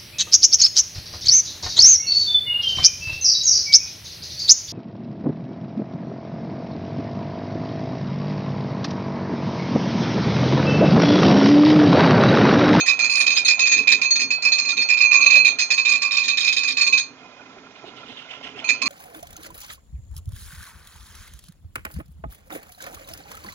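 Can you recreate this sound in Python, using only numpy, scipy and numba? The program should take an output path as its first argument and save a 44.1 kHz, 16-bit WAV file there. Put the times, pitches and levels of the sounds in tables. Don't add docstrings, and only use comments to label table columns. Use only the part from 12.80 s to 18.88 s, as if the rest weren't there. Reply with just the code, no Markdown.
import sys
import numpy as np
from scipy import signal
from scipy.fft import rfft, irfft, next_fast_len
from scipy.io import wavfile
from scipy.ndimage import uniform_filter1d, minimum_filter1d, map_coordinates
from numba import njit

SR = 44100
rng = np.random.default_rng(int(sys.argv[2]) if len(sys.argv) > 2 else 0)


def file_out(sig):
    cols = np.atleast_2d(sig).T
    lim = np.clip(cols, -1, 1)
    pcm = np.round(lim * 32767).astype(np.int16)
    wavfile.write(sys.argv[1], SR, pcm)


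N = 268128


def amp(db):
    return 10 ** (np.asarray(db) / 20)


def unit(x):
    return x / np.sqrt(np.mean(np.abs(x) ** 2) + 1e-20)


def along(points, hz):
    f, v = np.transpose(points)
    return np.interp(np.log(hz + 1), np.log(f + 1), v)


def wobble(rate):
    coarse = np.arange(0, N + 32, 32)
    knots = rng.standard_normal(int(N * rate / SR) + 4)
    return np.interp(np.arange(N), coarse, map_coordinates(knots, [coarse * rate / SR]))


def filtered(x, response):
    m = next_fast_len(N + SR // 2)
    hz = np.fft.rfftfreq(m, 1 / SR)
    return irfft(rfft(x, m) * response(hz), m)[..., :N]


def resonances(peaks):
    def gain(f):
        power = sum(amp(db) ** 2 / (1 + (2 * (f - centre) / width) ** 2) ** 2 for centre, width, db in peaks)
        return np.sqrt(power)
    return gain


def bursts(times, levels_db, lengths, rise):
    out, t = np.zeros(N + SR), np.arange(SR // 4) / SR
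    for start, db, length in zip(times, levels_db, np.clip(lengths, .003, .08)):
        shape = (1 - np.exp(-t / rise)) * np.exp(-(t / length) ** 2)
        out[max(round(start * SR), 0):][:len(t)] += amp(db) * shape
    return out[:N]


def patchy(x, depth_db):
    z = signal.stft(x, nperseg=256)[2]
    field = rng.standard_normal(z.shape[1:])
    field = uniform_filter1d(uniform_filter1d(field, size=4, axis=0), size=5, axis=1)
    return signal.istft(z * amp(depth_db * unit(field)), nperseg=256)[1][:, :N]


# frequency in Hz, left over right in dB.
LEFT_OVER_RIGHT = [(300, -4.5), (700, -5.5), (2000, -10), (3700, -9.5), (5000, -4.5), (6500, -1),
                   (9000, -0.5)]
# frequency in Hz, likeness from 0 to 1.
LIKENESS = [(30, .4), (100, 0.91), (500, 0.91), (700, 0.98), (1200, 0.81), (2000, 1), (3000, 0.37),
            (4700, 0.62), (5700, 0.25), (7000, 0.063)]


def ports(colour, level, lead=.00011):
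    def mix(hz):
        turn = np.arccos(np.clip(along(LIKENESS, hz), 0, 1)) / 2
        return colour(hz) * [np.cos(turn), np.sin(turn)]

    shared, opposed = filtered(rng.standard_normal((2, N)), mix)
    side = np.array([[1], [-1]])

    def place(hz):
        return amp(side * along(LEFT_OVER_RIGHT, hz) / 2) * np.exp(1j * np.pi * side * hz * lead)

    pair = filtered(np.array([shared + opposed, shared - opposed]), place)
    return level * unit(pair)


# frequency in Hz, relative level in dB per Hz.
YARD_COLOUR = [(25, -46.5), (60, -18.5), (130, -2.5), (300, -10.5), (1000, -5), (2000, -9.5), (4000, -14),
               (7000, -17), (7600, -54.5), (9500, -47.5)]


def yard_air():
    return ports(lambda hz: amp(along(YARD_COLOUR, hz)), amp(-50.5))


# time in seconds, hum in dB, rattle in dB (both before their wobbles).
DRIVE_LEVELS = [(0.0, -51, -42.5), (0.71, -50, -48.5), (2.101, -53.5, -50), (2.541, -47.5, -43.5),
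                (2.828, -52, -50.5), (4.23, -53, -61), (4.45, -51.5, -51.5), (5.49, -50.5, -49),
                (5.72, -47, -46), (6.08, -48, -45)]
# centre in Hz, width in Hz, relative level in dB.
FRAME_HUM = [(136, 61, -10.5), (263, 75, 3), (426.6, 90, -2)]
# centre in Hz, width in Hz, relative level in dB.
LOOSE_PARTS = [(690, 460, -1), (1016, 53, 4.5), (1366, 120, 4), (2113, 130, 1), (2478, 89, 4.5),
               (3330, 950, -9), (5170, 1200, -15)]
# start in seconds, level in dB before the slow rise, length in seconds.
FRAME_THUDS = [(1.12, -35, 0.017), (2.457, -31, 0.014), (2.555, -23.5, 0.024), (2.662, -37, 0.022)]


def drive():
    s, hum_db, rattle_db = np.transpose(DRIVE_LEVELS)
    t = np.arange(N) / SR
    hum_level = amp(np.interp(t, s, hum_db) + 4.2 * wobble(13))
    hum = ports(resonances(FRAME_HUM), hum_level, lead=0)
    rattle_level = amp(np.interp(t, s, rattle_db) + 1.5 * wobble(15) + 2.8 * wobble(80))
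    rattle = ports(resonances(LOOSE_PARTS), rattle_level)
    thud = ports(resonances([(559, 78, -4.5), (663, 92, -4.0)]), bursts(*np.transpose(FRAME_THUDS), rise=0.017))
    return hum + patchy(rattle, depth_db=3.5) + thud


# start in seconds, level in dB before the slow rise, length in seconds (held to 0.08 at most).
HAND_RUBS = [(4.95, -41, 0.029), (5.049, -38, 0.047), (5.157, -38.5, 0.049), (5.254, -43, 0.076),
             (5.36, -43, 0.13), (5.487, -32, 0.054), (5.626, -30, 0.049), (5.758, -32.5, 0.051)]
# centre in Hz, width in Hz, relative level in dB.
EARLY_COLOUR = [(2860, 400, -3), (3460, 1300, -5.5)]
LATE_COLOUR = [(2100, 1500, -5.5), (2720, 140, 3.5), (2980, 670, 4.5), (5370, 1760, -15.5)]
HISS_TIMES_S, HISS_DB = (5.09, 5.38, 6.9), -51.5
COLOUR_SINKS_S = (5.1, 5.54)


def rubs():
    t = np.arange(N) / SR
    hiss = amp(HISS_DB + 3.9 * wobble(17)) * np.interp(t, HISS_TIMES_S, [0, 1, 1], right=0)
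    stroke = amp(1.57 * wobble(120)) * (bursts(*np.transpose(HAND_RUBS), rise=0.022) + hiss)
    late = np.interp(t, COLOUR_SINKS_S, [0, 1])
    early_rub = ports(resonances(EARLY_COLOUR), stroke * np.sqrt(1 - late))
    late_rub = ports(resonances(LATE_COLOUR), stroke * np.sqrt(late))
    return early_rub + late_rub


# start in seconds, level in dB before sharing, strongest near this Hz.
HANDLE_KNOCKS = [(4.593, -42, 1170), (4.759, -41, 704), (5.039, -32, 405), (5.075, -31.5, 378),
                 (5.447, -40.5, 1500), (5.659, -40, 624), (5.774, -39, 720), (5.813, -36.5, 766)]
# centre in Hz, width in Hz, relative level in dB.
HANDLE_MODES = [(378, 70, 4), (710, 320, 3.5), (1040, 900, -6.5), (1493, 94, 9)]
KNOCK_S, KNOCK_OCTAVES = 0.028, 0.69


def knocks():
    s, knock_db, hz = np.transpose(HANDLE_KNOCKS)
    total = np.sqrt(sum(amp(2 * db) * width for centre, width, db in HANDLE_MODES))
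    out = np.zeros((2, N))
    for centre, width, db in HANDLE_MODES:
        share = amp(db) * np.sqrt(width) / total
        near_db = -6 * (np.log2(centre / hz) / KNOCK_OCTAVES) ** 2
        hits = bursts(s, knock_db + near_db, np.full(len(s), KNOCK_S), rise=0.00186)
        out += ports(resonances([(centre, width, 0)]), share * hits)
    return out


# frequency in Hz, seconds to fall by 60 dB.
ECHO_TIMES = [(300, 0.57), (2500, 0.21), (8000, 0.027)]


def walls(x):
    hz, t, z = signal.stft(rng.standard_normal((2, SR // 2)), SR, nperseg=256)
    fade = amp(-60 * t / along(ECHO_TIMES, hz)[:, None])
    tail = signal.istft(z * fade, SR, nperseg=256)[1]
    delayed = np.pad(x, ((0, 0), (500, 0)))
    return signal.fftconvolve(delayed, tail / np.linalg.norm(tail[0]), axes=1)[:, :N]


# frequency in Hz, relative level in dB per Hz.
GRIT_COLOUR = [(300, -36), (600, -25.5), (1400, -15.5), (1900, -14), (2900, -15), (3750, -7), (4500, 2),
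               (5100, 5), (5850, -10), (7000, 0), (7500, -18), (8400, -26.5), (9000, -16.5), (10000, -51)]
# centre in Hz, width in Hz, relative level in dB.
BLADE_MODES = [(3202, 350, -10.5), (3718, 140, 1.5), (3985, 300, -3.5)]
BLADE_LOW_MODES = [(1806, 110, 0.011), (1987, 110, 0.0099), (2280, 270, 0)]
USUAL_DB, USUAL_S = -15, .03
SCRAPE_EVEN = .6


def scraping(s, length, scrape_db, blade_db, blade_low_db, halo_db):
    rasp_s = USUAL_S * (length / USUAL_S) ** SCRAPE_EVEN
    spurts = amp(2.3 * wobble(300) + wobble(90) - .7)

    def contact(db):
        scrape = bursts(s, db, 1.263 * rasp_s, rise=0.0021)
        drag = bursts(s, db - 12.5, 2.84 * rasp_s, rise=0.014)
        return spurts * (scrape + drag)

    grit = ports(lambda hz: amp(along(GRIT_COLOUR, hz)), contact(scrape_db))
    blade = ports(resonances(BLADE_MODES), contact(blade_db))
    blade += ports(resonances(BLADE_LOW_MODES), contact(scrape_db + blade_low_db))
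    halo = ports(resonances([(hz, 140, 0) for hz in UPPER_HZ[:2]]), contact(halo_db))
    return patchy(grit, depth_db=3.5) + patchy(blade + halo, depth_db=2.0)


@njit
def gather(push, keep):
    swing = np.zeros_like(push)
    for i in range(1, len(push)):
        swing[i] = keep[i] * swing[i - 1] + push[i]
    return swing


BLOW_S = .0007


def ring(freqs, modes, force, blows, pressed, slip, waver, favour_db):
    out, keep = np.zeros((2, N)), np.exp(-1 / (BLOW_S * SR))

    def soften(x):
        return signal.lfilter([(1 - keep) ** 2], np.poly([keep, keep]), x)

    for hz, (db, t60, pan_db, lead) in zip(freqs, modes):
        wander = np.cumsum(rng.standard_normal(N)) * np.sqrt(slip / SR) + 2 * np.pi * rng.random()
        push = force * amp(2.5 * wobble(35) + favour_db * wobble(6.0)) * np.exp(1j * wander)
        pitch = hz * (1 + waver * wobble(25))
        turn = np.exp(2j * np.pi * np.cumsum(pitch) / SR)
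        survives = amp(-(60 / max(t60, .03) + pressed) / SR)
        swing = amp(db) * turn * gather(push + soften(blows * turn.conj()), survives)
        out += np.real([amp(pan_db / 2) * np.exp(1j * lead) * swing, amp(-pan_db / 2) * swing])
    return out


LOW_HZ, MAIN_HZ = [1076, 1144], [2433, 2535]
UPPER_HZ = [4210, 4354, 6352, 6531, 6907, 7154, 8830, 9090, 9465, 9648]
# relative level in dB, seconds to fall by 60 dB when free,
# left over right in dB, phase lead of the left in radians.
LOW_MODES = [(-3, 0.56, -4, 0.2), (-1.5, 0.21, -13.5, -0.13)]
MAIN_MODES = [(0, 0.2, -11.5, 0.26), (0, 0.23, -10, 1.08)]
UPPER_MODES = [(1, 0.24, -8, -1.7), (3.5, 0.27, -3, 4), (-1, 0.27, 1.5, 1.03), (-2, 0.16, 10.5, 2.93),
               (-21, 0.23, 3, 5.5), (-15.5, 0.082, 2.5, 19), (-33.5, 0.14, -1, -8), (-21, 0.091, 5, -5.5),
               (-30, 0.21, 13, 1.8), (-36, 0.17, -6.5, -12)]
# time in seconds, extra drive in dB.
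TREBLE_DRIVE = [(0, 1), (.9, 1.5), (1.35, 1), (1.6, -9), (2.5, -0.5), (2.78, 0.5), (3.0, -7), (4.1, 2),
                (6.0, -2.5)]
BLOW_DB, BITE_DB, BITES = 16.5, 11.5, 3


def ringing(s, length, main_db, low_db, upper_db):
    push_db = main_db - 10 * np.log10(np.clip(length, .003, .08) * SR)
    when, size = rng.random((len(s), BITES)), rng.standard_normal((len(s), BITES))
    bite_s = s[:, None] + 1.4 * length[:, None] * when
    at = np.minimum(np.c_[s, bite_s] * SR, N - 1).astype(int)
    bite = np.c_[np.full(len(s), amp(BLOW_DB)), amp(BITE_DB) * size]

    def force(db):
        push = bursts(s, push_db + db, 1.31 * length, rise=0.00013)
        strengths = amp(main_db + db)[:, None] * bite
        return push, np.bincount(at.ravel(), strengths.ravel(), N)

    touching = np.minimum(bursts(s, 0 * s, length, rise=0.00033), 1)
    low = ring(LOW_HZ, LOW_MODES, *force(low_db - 24.0), 400 * touching,
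               slip=449, waver=0.00553, favour_db=4)
    main = ring(MAIN_HZ, MAIN_MODES, *force(-24.0), 950 * touching,
                slip=482.6, waver=0.002365, favour_db=1.4)
    middle = ring(UPPER_HZ[:2], UPPER_MODES[:2], *force(upper_db - 25.0), 950 * touching,
                  slip=920, waver=0.0023, favour_db=-6.0)
    treble_db = upper_db + np.interp(s, *np.transpose(TREBLE_DRIVE))
    treble = ring(UPPER_HZ[2:], UPPER_MODES[2:], *force(treble_db - 25.5), 850 * touching,
                  slip=664, waver=0.00163, favour_db=4.0)
    return low + main + middle + treble


# start in seconds, ring setting in dB, length setting in seconds,
# scrape setting in dB, blade resonance setting in dB.
BLADE_TOUCHES = [(0.0, -19.5, 0.0078, -32.5, -25.5), (0.06, -17.5, 0.027, -24.5, -35),
                 (0.079, -8.5, 0.027, -29, -29), (0.1908, -9.5, 0.03, -27.5, -38),
                 (0.242, -14.5, 0.015, -23, -46), (0.296, -9.5, 0.1, -33.5, -54),
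                 (0.353, -9.5, 0.043, -29.5, -42), (0.401, -17.5, 0.022, -25, -25),
                 (0.4637, -12.5, 0.014, -23.5, -22), (0.503, -11.5, 0.02, -29, -26.5),
                 (0.551, -24.5, 0.0071, -35, -30.5), (0.564, -13.5, 0.021, -22, -20),
                 (0.6475, -17.5, 0.034, -29.5, -24), (0.681, -10, 0.036, -21.5, -30),
                 (0.792, -9.5, 0.038, -26, -28), (0.856, -12.5, 0.031, -25.5, -29),
                 (0.9138, -11, 0.018, -22.5, -26.5), (0.967, -10.5, 0.027, -30, -33),
                 (1.0723, -7.5, 0.04, -25.5, -22.5), (1.116, -12, 0.016, -20, -24),
                 (1.163, -45, 0.0074, -50.5, -59), (1.215, -13, 0.0036, -24.5, -38),
                 (1.229, -12, 0.019, -28, -29.5), (1.306, -23.5, 0.0067, -25.5, -28),
                 (1.355, -20.5, 0.0066, -23.5, -25), (1.3938, -15, 0.025, -24.5, -40),
                 (1.5045, -13, 0.02, -26.5, -32), (1.621, -23, 0.015, -26.5, -61),
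                 (1.6496, -11.5, 0.025, -25, -46), (1.719, -16, 0.029, -29.5, -29),
                 (1.7814, -12, 0.027, -27.5, -42), (1.85, -13.5, 0.027, -36.5, -49.5),
                 (1.888, -19.5, 0.033, -32.5, -34.5), (1.968, -14.5, 0.027, -36.5, -33.5),
                 (2.01, -15.5, 0.021, -28.5, -42.5), (2.0873, -14.5, 0.019, -24.5, -36),
                 (2.1, -10, 0.041, -36, -41.5), (2.171, -11, 0.053, -33.5, -34),
                 (2.207, -6, 0.043, -31, -41), (2.313, -3, 0.051, -29.5, -41.5),
                 (2.338, -14, 0.021, -30, -33.5), (2.408, -7, 0.14, -36.5, -34),
                 (2.4618, -4, 0.01, -32.5, -25.5), (2.501, -4.5, 0.051, -29.5, -29.5),
                 (2.5531, -7, 0.014, -21.5, -20.5), (2.6477, -4.5, 0.032, -34.5, -27.5),
                 (2.67, -21.5, 0.014, -28, -29), (2.786, -17.5, 0.033, -21.5, -35),
                 (2.903, -14, 0.026, -22, -41.5), (2.976, -13, 0.021, -27.5, -30.5),
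                 (3.05, -12, 0.033, -27, -26.5), (3.084, -14.5, 0.016, -30.5, -43),
                 (3.116, -11.5, 0.037, -26.5, -30), (3.218, -10.5, 0.032, -24.5, -35.5),
                 (3.309, -11.5, 0.058, -29.5, -27), (3.368, -11.5, 0.042, -29.5, -30.5),
                 (3.434, -22.5, 0.048, -33, -27.5), (3.4787, -13, 0.031, -27.5, -24.5),
                 (3.571, -16.5, 0.058, -26.5, -21), (3.645, -14.5, 0.042, -27, -35),
                 (3.674, -16.5, 0.015, -37, -23), (3.725, -26, 0.0082, -24, -20.5),
                 (3.764, -15.5, 0.028, -26, -23), (3.833, -17, 0.023, -28.5, -39),
                 (3.876, -17.5, 0.035, -27, -25.5), (3.969, -9.5, 0.048, -28.5, -29),
                 (4.01, -14, 0.019, -24, -29), (4.065, -14.5, 0.018, -29, -32.5),
                 (4.125, -9.5, 0.022, -28.5, -26), (4.174, -19, 0.023, -26.5, -28),
                 (5.8414, -18, 0.028, -44, -52), (5.879, -25.5, 0.01, -45.5, -39),
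                 (5.889, -9.5, 0.018, -23.5, -39), (6.0168, -12, 0.0099, -24, -43),
                 (6.0567, -12.5, 0.028, -28.5, -45.5)]
# time in seconds, low blade resonances
# over scrape in dB, drive of the upper ring and of the lowest pair against the main ring in dB.
RIM_PLACES = [(0, -6, -9, -28), (0.499, -13.5, -8.5, -29), (0.901, -6.5, -6, -36), (1.2, -8.5, -12, -33),
              (1.6, -11.5, -2.5, -29), (2.1, -7, -10.5, -29.5), (2.6, -5.5, -4.5, -31.5),
              (2.999, -13, -9, -28), (3.498, -10, -11, -26.5), (4.2, -11, -11.5, -30),
              (5.9, -4.5, -13.5, -36), (6.05, -7.5, -6.5, -15)]
UPPER_GROWS = 0.23
SCATTER_DB = 3.5


def grinding():
    s, main_db, length, scrape_db, blade_db = np.transpose(BLADE_TOUCHES)
    at, *place = np.transpose(RIM_PLACES)
    blade_low_db, upper_db, low_db = [np.interp(s, at, column) for column in place]
    upper_db = upper_db + (UPPER_GROWS - 1) * (main_db - USUAL_DB) + SCATTER_DB * rng.standard_normal(len(s))
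    halo_db = upper_db + main_db - 8.0
    scrape = scraping(s, length, scrape_db, blade_db, blade_low_db, halo_db)
    return scrape + ringing(s, length, main_db, low_db, upper_db)


def scene():
    air = yard_air()
    holder = patchy(rubs() + knocks(), depth_db=2.0)
    wheel = grinding()
    echo = amp(-20) * walls(wheel)
    return air + drive() + holder + echo + wheel


BAND_HZ, TOP_HZ = 9900, 16000


def record(dry):
    x = filtered(dry, lambda hz: hz < BAND_HZ)
    need = np.minimum(1, 1.09 / (np.abs(x).max(0) + 1e-9))
    x = x * uniform_filter1d(minimum_filter1d(need, size=200), size=200)
    clipped = np.clip(x, -1, 1)
    return np.clip(filtered(clipped, lambda hz: hz < TOP_HZ), -1, 1)


dry = scene()
out = record(dry)
file_out(out)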